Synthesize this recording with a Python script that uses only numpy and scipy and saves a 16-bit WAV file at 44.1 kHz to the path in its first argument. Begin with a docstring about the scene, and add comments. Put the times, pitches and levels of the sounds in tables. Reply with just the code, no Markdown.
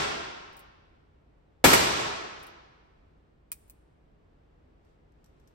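"""Revolver in a padded range booth

A revolver fires in a padded booth of an indoor range, while the shot before it still rings in the hall.
Blasts are a pressure pulse plus coloured noise bursts: booth rattle, low boom, a slap from down range, a tail.
The hammer is cocked after each; a later pull only snaps it on a spent chamber and the trigger resets. These
clicks are noise cracks and ringing frame modes. A sleeve brushes and the gun ticks faintly, as shaped noise.
Ventilation rumbles throughout, as coloured noise with wavering fan tones."""
import sys
import numpy as np
from scipy import signal
from scipy.fft import rfft, irfft, next_fast_len
from scipy.io import wavfile
from scipy.ndimage import uniform_filter1d, minimum_filter1d, map_coordinates

SR = 44100
rng = np.random.default_rng(int(sys.argv[2]) if len(sys.argv) > 2 else 0)


def digitize_waveform(pressure):
    """Quantize a signal to 16-bit integers and store it at the path in sys.argv[1].

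    Rows of a 2-D input are taken as channels; values are limited to [-1, 1].
    """
    field = np.atleast_2d(pressure).T
    bounded = np.clip(field, -1, 1)
    quanta = np.round(bounded * 32767).astype(np.int16)
    wavfile.write(sys.argv[1], SR, quanta)


N = 244311  # length in samples


def amp(db):
    """Decibels to linear gain."""
    return 10 ** (np.asarray(db) / 20)


def unit(x):
    """Scale to rms 1."""
    return x / np.sqrt(np.mean(x ** 2) + 1e-20)


def along(points, hz):
    """Read a curve of (f/Hz, value) points on a log frequency axis."""
    f, value = np.transpose(points)
    return np.interp(np.log(hz + 1), np.log(f + 1), value)


def add(track, s, sound):
    """Mix a sound in from time s, which may lie before the start."""
    at = round(s * SR)
    part = sound[:, max(-at, 0):N - at]
    start = max(at, 0)
    track[:, start:start + part.shape[1]] += part


def wobble(rate):
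    """A smooth random curve with rate knots a second."""
    knots = rng.standard_normal(int(N * rate / SR) + 4)
    return map_coordinates(knots, [np.arange(N) * rate / SR])


def fade(t, t60):
    """Exponential decay: falls 60 dB in t60 seconds."""
    return np.exp(-np.log(1000) * t / t60)


def burst(t, rise, t60):
    """Silent before t = 0, then a quick swell and a decay."""
    t = np.maximum(t, 0)
    return (1 - np.exp(-t / rise)) * fade(t, t60)


def filtered(x, gain):
    """Pass x through a gain that depends on frequency."""
    size = next_fast_len(x.shape[1] + SR // 4)
    hz = np.fft.rfftfreq(size, 1 / SR)
    return irfft(rfft(x, size) * gain(hz), size)[:, :x.shape[1]]


# Default stereo width, likeness of left and right: (f/Hz, correlation)
STEREO_LIKENESS = [(60, .92), (140, .85), (240, .25), (440, .15), (560, -.55), (1300, -.3), (2400, 0),
                   (6000, .05)]


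def noise(size, spectrum, modes=(), alike=STEREO_LIKENESS):
    """Stereo noise of rms 1: a colour, resonant peaks, and a left-right correlation set by frequency."""
    hz = np.fft.rfftfreq(size, 1 / SR)
    peaks = sum(db / (1 + (2 * (hz - f) / width) ** 2) for f, width, db in modes)
    colour = along(spectrum, hz) + peaks
    # the mid/side balance sets the correlation
    turn = np.arccos(np.clip(along(alike, hz), -1, 1)) / 2
    white = rfft(rng.standard_normal((2, size)))
    mid, side = irfft(white * amp(colour) * [np.cos(turn), np.sin(turn)], size)
    return unit(np.array([mid + side, mid - side]))


# How long the hall rings: (f/Hz, t60/s)
HALL_DECAY = [(60, 1.3), (150, 1.25), (400, 1.312), (1200, 1.448), (3000, 1.29), (5500, 1.124),
              (8000, 0.86), (12000, 0.61), (16000, 0.32)]


def in_hall(x):
    """Each frequency dies at its own speed; the air takes the treble first."""
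    hz, t, bins = signal.stft(x, SR, nperseg=512)
    t60 = along(HALL_DECAY, hz)[:, None]
    return signal.istft(bins * fade(t, t60), SR, nperseg=512)[1][:, :x.shape[1]]


def walls(x, db, reach, count):
    """A few close reflections, different in each channel, comb the sound."""
    taps = np.zeros((2, SR // 10))
    delays = ((.001 + reach * rng.random((2, count))) * SR).astype(int)
    signs = rng.choice([-1, 1], (2, count))
    np.put_along_axis(taps, delays, amp(db) * signs, axis=1)
    # long waves bend round the panels
    high_pass = signal.butter(2, 600, "high", fs=SR, output="sos")
    taps = signal.sosfilt(high_pass, taps)
    taps[:, 0] = 1  # direct sound
    return signal.fftconvolve(x, taps / np.linalg.norm(taps[0]), axes=1)[:, :x.shape[1]]


# Colour of the blast in the booth: (f/Hz, level/dB per Hz)
BOOTH_COLOUR = [(25, -19), (60, -6), (115, -6.5), (200, 0.5), (330, 0), (650, 0.5), (1000, -3), (2000, -4),
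                (3500, -10), (6000, -12.5), (8300, -13), (10000, -12), (12000, -15), (15500, -22)]
# Resonances that stand out of the booth: (f/Hz, width/Hz, level/dB)
BOOTH_PEAKS = [(218, 17, 4), (286, 22, 5), (359, 39, 7), (941, 49, 8), (1397, 46, 7), (1609, 23, 5),
               (1887, 45, 6), (2220, 64, 8), (2370, 44, 4.5), (2490, 36, 5), (3530, 53, 6.5)]
# Colour of the hall's answer: (f/Hz, level/dB per Hz)
HALL_COLOUR = [(25, -21.5), (60, -3.5), (130, -3.5), (300, -2), (600, -0.4), (1100, -2), (2200, -3.5),
               (4000, -6), (6000, -7), (7200, -10.5), (8500, -11), (10000, -12), (12000, -13.5),
               (15500, -20.5)]
# Resonances that stand out of the hall: (f/Hz, width/Hz, level/dB)
HALL_PEAKS = [(332, 50, 4), (412.8, 55, 5.8), (704, 75, 2.6), (937, 80, 3.6), (1087, 60, 4),
              (1310, 65, 2.5), (1430, 50, 3)]
# The muzzle points left: (f/Hz, left minus right level/dB)
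MUZZLE_TILT = [(300, -1), (800, 5), (2400, 6), (4400, 3), (8000, 1)]


def shot():
    """Muzzle pressure pulse and gas, dense booth reflections, a slap from down range and the long hall tail."""
    size = 2 * SR
    t = np.arange(size) / SR
    u = t / .0004
    blast = amp(-6) * (1 - u) * np.exp(-u)  # overpressure, then suction

    gas_likeness = [(110, 1.0), (250, 0.72), (700, 0.7), (2400, .1), (5000, 0)]  # f/Hz, correlation
    gas = noise(size, BOOTH_COLOUR, BOOTH_PEAKS, alike=gas_likeness)
    gas = filtered(gas, lambda hz: amp(np.outer([.5, -.5], along(MUZZLE_TILT, hz))))
    near = amp(-1) * burst(t, rise=0.0033, t60=0.095) * gas
    booth = amp(-11) * burst(t, rise=.005, t60=.42) * noise(size, BOOTH_COLOUR, BOOTH_PEAKS)

    # the low push of the gas swells later than the crack, and booms on
    boom_colour = [(30, -20), (85, -8.5), (150, 0), (270, -1.5), (450, -24), (1500, -71.5)]  # f/Hz, level/dB
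    low_push = noise(size, boom_colour, alike=[(100, 1.0), (300, 0.84)])
    boom = amp(-18) * burst(t - .004, rise=0.0067, t60=0.48) * low_push

    # the hall fills up slowly, as the sound comes back from down range
    tail = in_hall(noise(size, HALL_COLOUR, HALL_PEAKS))
    hall = amp(-9.5) * (1 - np.exp(-t / 0.046)) * tail

    # the far wall throws the blast straight back
    slap = amp(-4.5) * burst(t - .0895, rise=.0035, t60=0.11) * noise(size, BOOTH_COLOUR, BOOTH_PEAKS)
    return slap + walls(blast + near + booth + boom + hall, db=-15, reach=.014, count=7)


# Shots, the first fired before the start: (t/s, relative level/dB)
SHOT_TIMES = [(-0.36, 0), (1.641, -1)]


def gunfire():
    """Every shot scatters through booth and hall anew."""
    out = np.zeros((2, N))
    for s, db in SHOT_TIMES:
        add(out, s, amp(db) * shot())
    return out


# Colour of the ventilation: (f/Hz, level/dB per Hz)
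AIR_COLOUR = [(12, -38), (20, -10.5), (50, -2.5), (88, -7.5), (107, -12.5), (154, -12.5), (185, -14.5),
              (260, -15), (700, -21), (1330, -28.5), (3000, -38), (6700, -52.5), (16000, -68)]
# Fan tones: (f/Hz, mean level/dB)
FAN_TONES = [(53, -69), (86, -73.5), (148, -71.5)]
AIR_DB, AIR_WANDER_DB = -62.1, .4  # mean level of the rush, and how far the flow wanders


def ventilation():
    """Duct rumble and air rush as coloured noise, with fan tones unsteady in level and phase."""
    t = np.arange(N) / SR
    likeness = [(60, 0.94), (200, 0.67), (500, -0.11), (1000, -0.3), (5000, 0.26)]  # f/Hz, correlation
    duct_peaks = [(315, 27, 2.5), (418.1, 51, 4)]  # f/Hz, width/Hz, level/dB
    rush = noise(next_fast_len(N), AIR_COLOUR, duct_peaks, alike=likeness)[:, :N]
    tones = np.zeros(N)
    for hz, db in FAN_TONES:
        level = amp(db + 0.72 * wobble(9.4))
        tones += level * np.sin(2 * np.pi * hz * t + 1.2 * wobble(2.5))
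    return amp(AIR_DB + AIR_WANDER_DB * wobble(3.8)) * rush + tones


def ring(t, hz, t60):
    """One struck mode: a decaying sine with its own phase in each channel."""
    phase = rng.random((2, 1))
    return np.sin(2 * np.pi * (hz * t + phase)) * burst(t, rise=.0003, t60=t60)


# Colour of a lockwork click: (f/Hz, level/dB per Hz)
CLICK_COLOUR = [(100, -10), (600, -16.5), (1150, -9), (1800, -9.5), (4000, -10), (7000, -10), (8500, -7),
                (11500, -10.5), (14200, -5), (16000, -6)]
# Damped resonances of the lockwork: (f/Hz, width/Hz, level/dB)
CLICK_PEAKS = [(2380, 700, 6.5), (5750, 600, -1), (9820, 1000, 15), (14200, 700, 6), (15500, 830, 2)]
# The nearest booth surfaces throw the clicks back: (delay t/s, relative level/dB)
PANEL_ECHOES = [(.0056, -10), (.0078, -7), (0.0126, -12)]
# Ringing modes of the steel frame: (f/Hz, relative level/dB, t60/s)
FRAME_MODES = [(1238, -8, 0.058), (2240, -13, 0.065), (2440, -6, 0.076), (3140, -22, .06),
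               (4670, -14, 0.066), (5800, -12, 0.075), (7150, -18, .05), (8700, -6, 0.045),
               (9300, 0, 0.036), (9840, 3, .035), (13130, -4, .045), (15400, -4, .035)]


def contact(db, weight_db):
    """Steel meets steel: a crack and the frame's ring, answered by booth and hall."""
    t = np.arange(SR) / SR
    strikes = np.zeros(SR)
    for delay, level in [(0.00028, 0)] + PANEL_ECHOES:  # direct strike, then its echoes
        strikes += amp(level) * burst(t - delay, rise=0.00064, t60=0.0057)
    likeness = [(500, 0.7), (2000, -0.8), (4000, -0.4), (6000, -0.6)]  # f/Hz, correlation
    crack = amp(13.5) * strikes * noise(SR, CLICK_COLOUR, CLICK_PEAKS, alike=likeness)

    # each strike excites the modes a little differently
    modes = sum(amp(level + rng.normal(0, 1)) * ring(t, hz, t60) for hz, level, t60 in FRAME_MODES)
    frame = amp(-9) * modes
    booth = amp(-6.5) * burst(t, rise=.002, t60=0.085) * noise(SR, CLICK_COLOUR, CLICK_PEAKS)
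    hall = amp(-32) * (1 - np.exp(-t / .01)) * in_hall(noise(SR, CLICK_COLOUR, CLICK_PEAKS))
    click = crack + frame + booth + hall

    # a light contact stirs mostly the high modes
    high_pass = signal.butter(2, 6500, "high", fs=SR, output="sos")
    bright = signal.sosfiltfilt(high_pass, click)
    weight = amp(weight_db)
    return amp(db) * (weight * click + (1 - weight) * bright)


# Contacts of two cockings, a dry snap and a trigger reset:
# (part, t/s, relative level/dB, weight of the low modes/dB)
LOCK_CONTACTS = [("slack", 0.529, -64, -7), ("stop", 0.5685, -51, -1), ("sear", 0.5925, -49.5, -11),
                 ("slack", 2.3975, -67, -14), ("stop", 2.429, -48, -9), ("sear", 2.467, -51.5, -1),
                 ("hammer", 3.517, -27.5, -5), ("slack", 3.6795, -62, -7), ("sear", 3.6974, -44.5, -9)]
SPRING_HZ, SPRING_DB, SPRING_T60 = 11460, -63, 0.13  # small spring: f/Hz, level/dB, t60/s


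def lockwork():
    """Slack, cylinder stop, sear and hammer click as steel contacts; each sear catch sets a spring ringing."""
    out, t = np.zeros((2, N)), np.arange(SR) / SR
    for part, s, db, weight_db in LOCK_CONTACTS:
        add(out, s, contact(db, weight_db))
        if part == "sear":
            add(out, s, amp(SPRING_DB) * ring(t, SPRING_HZ, SPRING_T60))
    return out


# A sleeve brushes along as the arms draw back: (t/s, relative level/dB, length/s)
SLEEVE_BRUSHES = [(4.77, -73, .25), (5.0, -73.5, .8)]
# Colour of the cloth: (f/Hz, level/dB per Hz)
CLOTH_COLOUR = [(100, -4), (400, 2), (1200, -7), (2500, -12), (5000, -18), (9000, -27), (16000, -42)]


def sleeve():
    """Each brush of cloth is soft noise that swells and fades with the arm's movement."""
    out = np.zeros((2, N))
    for s, db, length in SLEEVE_BRUSHES:
        size = int(length * SR)
        add(out, s, amp(db) * np.hanning(size) * noise(size, CLOTH_COLOUR))
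    return out


# The gun is handled further off: (t/s, relative level/dB)
HANDLING_TICKS = [(4.848, -74), (5.12, -75.5), (5.2425, -60), (5.2595, -63), (5.398, -69), (5.4745, -60)]
# Colour of the distant ticks: (f/Hz, level/dB per Hz)
FAR_CLICK_COLOUR = [(300, -14), (1500, -9), (4000, -7), (5200, -2.5), (8500, -5.5), (10500, -6),
                    (12800, -3.5), (14500, -25)]


def handling():
    """Faint ticks from the drawn-back gun: short noise bursts with a roomy tail."""
    out, t = np.zeros((2, N)), np.arange(SR // 2) / SR
    for s, db in HANDLING_TICKS:
        tick = burst(t, rise=.0005, t60=0.022)
        room = amp(-15) * burst(t, rise=.004, t60=.2)
        grain = noise(len(t), FAR_CLICK_COLOUR, modes=[(5700, 390, 9.3)])
        add(out, s, amp(db) * (tick + room) * grain)
    return out


def scene():
    """The gun, the shooter and the ventilation together in the booth."""
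    return gunfire() + lockwork() + handling() + sleeve() + ventilation()


SHARED_ABOVE_HZ, LEFT_LAG_S = 6900, .000247  # crossover, and lag of the left channel


def shared_treble(x):
    """Above the crossover the left channel is a delayed copy of the right."""
    def own(hz):
        """Low-pass for the left channel's own sound."""
        return 1 / np.sqrt(1 + (hz / SHARED_ABOVE_HZ) ** 40)

    def copy(hz):
        """Matching high-pass with the lag, for the copied treble."""
        return np.sqrt(1 - own(hz) ** 2) * np.exp(-2j * np.pi * hz * LEFT_LAG_S)

    left, right = x[:1], x[1:]
    return np.vstack([filtered(left, own) + filtered(right, copy), right])


def gain_control(x, limit_db, hold, release_db):
    """A loud sound pulls the gain down; it is held, then recovers by release_db a second."""
    t = np.arange(N) / SR
    power = uniform_filter1d(np.mean(x ** 2, 0), size=400)
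    level = 10 * np.log10(np.abs(power) + 1e-12)
    cut = np.minimum(limit_db - level, 0)
    half = int(hold * SR / 2)
    held = minimum_filter1d(cut, 2 * half + 1, origin=half, mode="constant")
    # a running minimum against a rising ramp gives the steady recovery
    ramp = release_db * t
    return x * amp(np.minimum.accumulate(held - ramp) + ramp)


TOP_HZ = 16000  # upper band limit


def record(dry):
    """Shared treble, gain control, soft overload and a steep band limit."""
    x = gain_control(shared_treble(dry), limit_db=-10.0, hold=0.3, release_db=41)
    x = x / (1 + np.abs(x / .95) ** 4) ** (1 / 4)  # peaks round off towards .95
    return filtered(x, lambda hz: 1 / np.sqrt(1 + (hz / TOP_HZ) ** 180))


dry = scene()
out = record(dry)
digitize_waveform(out)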